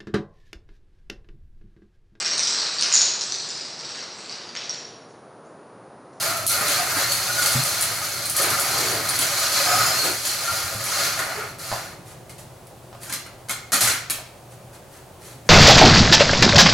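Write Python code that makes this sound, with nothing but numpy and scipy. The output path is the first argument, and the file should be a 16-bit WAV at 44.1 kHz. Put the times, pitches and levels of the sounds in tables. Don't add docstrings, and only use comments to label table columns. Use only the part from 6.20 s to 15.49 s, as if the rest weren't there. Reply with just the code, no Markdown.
import sys
import numpy as np
from scipy import signal
from scipy.fft import rfft, irfft, next_fast_len
from scipy.io import wavfile
from scipy.ndimage import uniform_filter1d

SR = 44100
rng = np.random.default_rng(int(sys.argv[2]) if len(sys.argv) > 2 else 0)


def bounce(signal):
    frames = np.transpose(np.atleast_2d(signal))
    limited = np.clip(frames, -1, 1)
    pcm = np.round(limited * 32767).astype(np.int16)
    wavfile.write(sys.argv[1], SR, pcm)


N = 409688
TIME = np.arange(N) / SR
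HIGHEST_HZ = 16000

# time_s, level_db, extra_low_ring_db
PUSHES = [
    [(0, -24.5, -1.5), (.1, -31, 1.5), (.25, -37.5, 0)],
    [(.3, -22.5, -4.5), (.39, -31, 2.5), (.52, -24, -2), (.64, -30, 0.5), (.79, -25.5, -2),
     (1.02, -30.5, -3), (1.28, -24.5, -3.5), (1.55, -28, -2.5), (2.14, -35, -3)],
    [(2.17, -26.5, 1), (2.45, -27.5, -1), (2.66, -25.5, -3.5), (2.8, -31, 1), (3.0, -27.5, -3.5),
     (3.2, -25, -4), (3.55, -23, -2), (3.86, -28, -1.5), (4.0, -32.5, -5.5)],
    [(4.03, -27.5, -6), (4.18, -31, -3.5), (4.33, -28, -2), (4.58, -33, -2), (4.81, -23, -2),
     (4.95, -31.5, -1.5), (5.21, -39, 8), (5.35, -52, -5)],
    [(5.4, -37, -4), (5.55, -34.5, -0.5), (5.73, -50, 2)],
]
# frequency_hz, gain_db
GRIND_TONE = [(100, -32), (300, -6), (520, -2.5), (950, -2), (1600, .5), (2400, -2.5), (3100, -4),
              (4500, -.5), (8000, -1.5), (11000, -1.5), (13000, -5), (16000, -12.5)]
def grinding_legs(gain_db=0.5, hops_per_s=110, dulling_db_per_s=0.5, treble_ceiling_db=-22.5):
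    force = grit(per_s=6000, spread_db=3) * amp(wander(N, hops_per_s))
    low, rest = split(walker_frame(force, GRIND_TONE, ring_db=0.5), 2800)
    middle, treble = split(rest, 7800)
    grind_gain, low_gain = sum(loudness_curves(push) for push in PUSHES)
    treble_gain = grind_gain * amp(-dulling_db_per_s * TIME)
    treble_gain /= np.hypot(1, treble_gain / amp(treble_ceiling_db))
    bands = [(low_gain, low), (grind_gain, middle), (treble_gain, treble)]
    return amp(gain_db) * sum(gain * unit_rms(band) * amp(0.95 * wander(N, 20)) for gain, band in bands)

# pitch_hz, width_hz, strength_db
TUBE_NOTES = [(568, 7.6, 12.5), (650.5, 36, 7), (761.8, 8.6, 11.5), (1235, 93, 7), (1394, 73, 7),
              (2140, 89, 0.5), (2280, 940, -1), (4154, 69, 9), (4385, 79, 7), (4790, 106, 4.5),
              (5730, 73, 2), (6200, 46, 8), (6850, 120, 2), (7330, 290, -2.5), (9700, 270, 1),
              (10200, 178, 3), (11770, 150, 6.5), (12600, 362, 0)]
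def walker_frame(force, tone, ring_db):
    def gain_db(hz):
        peaks = sum(amp(db + ring_db) ** 2 / (1 + (2 * (hz - pitch_hz) / width_hz) ** 2)
                    for pitch_hz, width_hz, db in TUBE_NOTES)
        return curve_at(tone, hz) + 10 * np.log10(1 + peaks)
    return shape_tone(force, gain_db)

# start_s, length_s, pitch_hz, level_db, waver_share (of the pitch)
SQUEALS = [(0, .24, 1283, -30, 0.057), (0, 0.29, 663, -33, 0.055), (0.568, 0.07, 710, -25.5, .03),
           (.87, 0.079, 4440, -23.5, 0.019), (1.035, 0.3, 1441, -27.5, 0.01),
           (1.224, 0.064, 4380, -25, 0.013), (3.31, .17, 4140, -28.5, 0.0024),
           (3.37, 0.41, 5150, -25.5, 0.028), (3.438, .26, 1278, -21.5, 0.024),
           (3.44, 0.15, 726, -26, 0.061), (3.44, .28, 6800, -27.5, 0.021), (3.746, 0.11, 4310, -23, 0.003),
           (4.228, 0.12, 1378, -25.5, 0.0079), (4.728, .23, 1415, -29.5, .005),
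           (5.141, .1, 430.6, -29, .022)]
def squealing_legs(gain_db=-2, wavers_per_s=300, flutter_db=3, overtone_db_per_khz=-17):
    out = np.zeros(N)
    for start_s, length_s, hz, db, waver in SQUEALS:
        n = int(length_s * SR)
        phase = 2 * np.pi * np.cumsum(hz * (1 + waver * wander(n, wavers_per_s))) / SR
        tone = sum(amp(overtone_db_per_khz * k * hz / 1000) * np.sin((k + 1) * phase)
                   for k in range(5) if (k + 1) * hz < HIGHEST_HZ)
        squeal = unit_rms(tone * amp(flutter_db * wander(n, 89)))
        add(out, start_s, amp(db + gain_db) * squeal * signal.windows.tukey(n, 0.6))
    return out

# start_s, level_db, extra_low_db, rattle_s
JOLTS = [(.41, -27.5, 8, 0.013), (.483, -18, -10, 0.0056), (.765, -30.5, 11.5, .015),
         (.92, -20.5, -19, 0.0084), (1.224, -19, -6, .008), (1.259, -21, -7, 0.0072),
         (2.991, -14.5, -1, 0.006), (3.84, -19.5, 0, .03), (4.051, -18.5, -11, 0.033),
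         (4.991, -25, 8, 0.013), (5.386, -37, -2, 0.041), (6.095, -39.5, -2, 0.013), (6.182, -39, -8, .024),
         (6.896, -30, -1, .018), (6.925, -24.5, -3.5, 0.0097), (6.937, -26.5, -1.5, 0.0045),
         (7.063, -44, 7, 0.0049), (7.286, -35, -1, 0.0059), (7.295, -23.5, -0.5, .012),
         (7.309, -24.5, -2, 0.0065), (7.52, -18.5, -1, 0.013), (7.53, -12.5, -3, 0.027),
         (7.608, -10, -5, 0.023), (7.626, -15, -4, 0.036), (7.673, -14.5, 0.5, 0.035),
         (7.899, -22.5, -2.5, 0.0038), (7.908, -24.5, -5, 0.0037), (9.05, -41, -2, .05)]
# frequency_hz, gain_db
CLATTER_TONE = [(60, -14), (130, -2), (250, -2), (600, -3), (950, 0), (1500, 3), (2000, 3.5), (2800, -.5),
                (5000, -1), (8000, 1.5), (11000, 1), (13000, -5), (16000, -17)]
def rattling_joints(gain_db=1, low_below_hz=2600):
    highs, lows = np.zeros((2, N))
    for start_s, db, extra_low_db, rattle_s in JOLTS:
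        knock = amp(db + gain_db) * rattle(rattle_s, first_hit=2.5, per_s=12000)
        add(highs, start_s, knock)
        add(lows, start_s, amp(extra_low_db) * knock)
    force = split(lows, low_below_hz)[0] + split(highs, low_below_hz)[1]
    return walker_frame(force, CLATTER_TONE, ring_db=-3)

# start_s, level_db, rattle_s
TICKS = [(.172, -29, .003), (.266, -12, 0.0038), (0.277, -12.5, .012), (1.26, -19, 0.011),
         (1.321, -21, .005), (1.438, -18, .006), (1.611, -16.5, 0.0044), (1.624, -19, .003),
         (2.057, -23, 0.0083), (2.098, -20.5, .006), (2.166, -12.5, 0.0076), (2.22, -17.5, 0.011),
         (2.304, -20, 0.0067), (2.397, -17.5, 0.018), (2.889, -19.5, 0.012), (2.99, -16, .003),
         (4.641, -25, .015), (6.47, -46.5, .002), (6.833, -35, 0.00081), (7.906, -19.5, 0.0049),
         (8.34, -57, .002)]
# frequency_hz, gain_db
TICK_TONE = [(200, -54), (3500, -5), (6000, -3), (8000, 0.5), (9800, 7.5), (12000, 0), (16000, -9.5)]
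def metal_ticks(gain_db=-1):
    force = np.zeros(N)
    for start_s, db, rattle_s in TICKS:
        add(force, start_s, amp(db + gain_db) * rattle(rattle_s, first_hit=1.7))
    return walker_frame(force, TICK_TONE, ring_db=-3)

# time_s, level_db
ROLLING = [(0, -45), (2.0, -47.5), (3.0, -41), (3.25, -49), (3.6, -39), (4.0, -52.5), (4.8, -45),
           (5.4, -49.5), (6.2, -52), (6.6, -76)]
# start_s, length_s, level_db
SCRUBS = [(.39, 0.34, -42.5), (2.18, 0.14, -35.5), (2.53, 0.28, -34), (2.97, 0.07, -37.5),
          (3.82, 0.097, -32)]
# frequency_hz, gain_db
WHEEL_TONE = [(30, -46), (70, -19.5), (100, -0.5), (130, -2.5), (190, -9), (250, -11.5), (370, -3),
              (500, -8.5), (800, -7.5), (2000, -38)]
def rolling_wheels(drone_db=-3.5):
    rumble = loudness_curves(ROLLING)[0]
    drone = np.hypot(amp(drone_db) * rumble, swells(SCRUBS, rise_s=0.015, fall_s=0.034))
    sides = []
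    for noise in rng.standard_normal((2, N)):
        deep, hollow = split(shape_tone(noise, lambda hz: curve_at(WHEEL_TONE, hz)), 244)
        sides.append(rumble * unit_rms(deep) + drone * unit_rms(hollow))
    return stereo(*sides)

# start_s, level_db, pitch_hz
THUDS = [(1.352, -16, 128), (1.385, -25, 150), (2.32, -32, 135), (4.31, -33, 92), (4.44, -33, 90),
         (4.55, -28, 110), (5.785, -39, 180), (6.25, -37, 125), (7.53, -34, 210), (7.63, -28, 115),
         (7.69, -34, 95), (9.15, -39, 140), (9.26, -36, 116)]
def skate_thuds(rise_s=0.002, fade_60db_s=0.26):
    out, t = np.zeros(N), np.arange(SR // 2) / SR
    fade = amp(-60 * t / fade_60db_s)
    for start_s, db, hz in THUDS:
        ring = np.sin(2 * np.pi * hz * t) + 0.5 * fade * np.sin(2 * np.pi * hz * 1.8 * t)
        add(out, start_s, amp(db) * fade * (1 - np.exp(-t / rise_s)) * ring)
    return out

# start_s, level_db
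CLACKS = [(5.517, -24.5), (5.527, -29), (5.536, -29), (6.729, -41), (6.75, -41.5), (7.985, -38)]
# frequency_hz, gain_db
CLACK_TONE = [(100, -10), (450, -17), (620, -1.5), (800, -6.5), (1000, -8), (1350, -11), (1900, -20),
              (5000, -24), (16000, -52)]
def wheel_clacks():
    force = np.zeros(N)
    for start_s, db in CLACKS:
        add(force, start_s, amp(db) * rattle(rattle_s=0.0015, first_hit=5.7))
    return shape_tone(force, lambda hz: curve_at(CLACK_TONE, hz))

# start_s, length_s, level_db
SHUFFLES = [(5.85, 0.078, -46.5), (6.8, 0.13, -39), (8.3, 0.022, -46), (8.52, 0.031, -45.5),
            (8.7, 0.082, -50), (9.0, 0.13, -46), (9.25, 0.06, -49)]
def shuffling(fidget_db=-60.5):
    movement = amp(fidget_db) + swells(SHUFFLES, rise_s=0.018, fall_s=0.0083)
    return movement * walker_frame(grit(per_s=5100, spread_db=4), CLATTER_TONE, ring_db=-6)

# frequency_hz, fade_60db_s
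ECHO_TIMES = [(100, 0.15), (500, 0.33), (2000, 0.58), (6000, 0.44), (10000, 0.28), (16000, 0.34)]
def echoes(early_db=-6, tail_db=-5, early_fade_s=0.012, build_s=0.007):
    n = SR * 3 // 4
    t = np.arange(n) / SR
    hz, time_s, spectrum = signal.stft(rng.standard_normal((2, n)), SR, nperseg=256)
    spectrum *= amp(-60 * time_s / curve_at(ECHO_TIMES, hz)[:, None])
    tail = signal.istft(spectrum, SR, nperseg=256)[1][:, :n] * (1 - np.exp(-t / build_s))
    early = rng.standard_normal((2, n)) * (rng.random((2, n)) < 3000 / SR) * np.exp(-t / early_fade_s)
    return stereo(*sum(amp(db) * part / np.linalg.norm(part, axis=1, keepdims=True)
                       for db, part in [(early_db, early), (tail_db, tail)]))

def garage(sound, direct_db=-7, turn_samples=1024, spots=8):
    out = amp(direct_db) * np.array([sound, sound])
    turn = np.pad(signal.windows.cosine(turn_samples), (0, (spots - 2) * turn_samples // 2))
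    for spot in range(spots):
        share = np.resize(np.roll(turn, spot * turn_samples // 2), N)
        out += signal.oaconvolve((sound * share)[None], echoes(), axes=1)[:, :N]
    return out

# frequency_hz, gain_db
AIR_TONE = [(12, -40), (20, -20), (60, -7.5), (130, -0.5), (228, -12), (301, -12), (367, -6), (446, -12.5),
            (542, -6), (738, -9), (1860, -23.5), (5530, -28.5), (10500, -28), (12800, -33), (16000, -30.5)]
def background(air_db=-45, hum_hz=120, hum_db=-52):
    noises = rng.standard_normal((2, N))
    air = stereo(*[shape_tone(noise, lambda hz: curve_at(AIR_TONE, hz)) for noise in noises])
    hum = np.sin(2 * np.pi * np.cumsum(hum_hz + 3 * wander(N, 15)) / SR)
    hum *= amp(2.1 * wander(N, 7.2))
    return amp(air_db) * unit_rms(air) + amp(hum_db) * unit_rms(hum)

# frequency_hz, likeness (0 to 1)
LIKENESS = [(100, .94), (300, .89), (1000, .74), (2000, .58), (4000, .52), (8000, .66), (14000, .5)]
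def stereo(a, b):
    n = next_fast_len(len(a), True)
    likeness = np.clip(curve_at(LIKENESS, np.fft.rfftfreq(n, 1 / SR)), 0, 1)
    mid = rfft(a, n) * np.sqrt((1 + likeness) / 2)
    side = rfft(b, n) * np.sqrt((1 - likeness) / 2)
    return irfft(np.array([mid + side, mid - side]), n)[:, :len(a)]

def grit(per_s, spread_db):
    size = amp(spread_db * np.minimum(rng.exponential(1, N), 3.5))
    return unit_rms(size * rng.choice([-1, 1], N) * (rng.random(N) < per_s / SR))

def rattle(rattle_s, first_hit, per_s=1500, n=6000):
    t = np.arange(n) / SR
    shower = rng.standard_normal(n) * (rng.random(n) < per_s / SR) * np.exp(-t / rattle_s)
    shower[0] = first_hit
    return shower / np.linalg.norm(shower) * np.sqrt(SR / 50)

def swells(rows, rise_s, fall_s):
    gain, t = np.zeros(N), np.arange(SR) / SR
    for start_s, length_s, db in rows:
        fade = np.exp(-np.maximum(t - length_s, 0) / fall_s)
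        add(gain, start_s, amp(db) * np.minimum(t / rise_s, 1) * fade)
    return gain

def loudness_curves(rows, fade_s=0.026):
    times, level_db, *extras = np.transpose(rows)
    gate = np.interp(TIME, [times[0] - fade_s, times[0], times[-1], times[-1] + fade_s], [0, 1, 1, 0])
    return np.array([gate * amp(np.interp(TIME, times, level_db + extra)) for extra in [0] + extras])

def shape_tone(x, gain_db, size=4096):
    log_gain = np.log(amp(gain_db(abs(np.fft.fftfreq(size, 1 / SR)))))
    response = np.fft.ifft(np.exp(np.conj(signal.hilbert(log_gain)))).real
    return signal.oaconvolve(x, response / np.linalg.norm(response))[:N]

def split(x, hz):
    n = next_fast_len(N, True)
    low = irfft(rfft(x, n) / (1 + (np.fft.rfftfreq(n, 1 / SR) / hz) ** 8), n)[:N]
    return low, x - low

def curve_at(points, hz):
    frequencies, values = np.transpose(points)
    return np.interp(np.log(hz + 1), np.log(frequencies + 1), values)

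def wander(n, per_s):
    points = rng.standard_normal(4096)
    return np.interp(np.arange(n) * per_s / SR, np.arange(len(points)), points)

def add(mix, start_s, sound):
    part = mix[round(start_s * SR):][:len(sound)]
    part += sound[:len(part)]

def amp(db):
    return 10 ** (np.asarray(db) / 20)

def unit_rms(x):
    return x / np.sqrt(np.mean(x ** 2) + 1e-20)

def scene():
    skates = rolling_wheels() + skate_thuds()
    clacks = wheel_clacks()
    walker = grinding_legs() + squealing_legs() + rattling_joints() + metal_ticks() + shuffling()
    return garage(walker + clacks) + skates + background()

def record(dry):
    limit_db, recover_db_per_s = -6, 200
    peak_db = 20 * np.log10(abs(dry).max(axis=0) + 1e-9)
    recovery_db = TIME * recover_db_per_s
    held_peak_db = np.maximum.accumulate(peak_db + recovery_db) - recovery_db
    over_db = np.maximum(held_peak_db - limit_db, 0)
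    limited = dry / amp(uniform_filter1d(over_db, size=30))
    lowpass = signal.firwin(511, HIGHEST_HZ, window=("kaiser", 9), fs=SR)
    return signal.oaconvolve(limited, lowpass[None], "same")

dry = scene()
out = record(dry)
bounce(out)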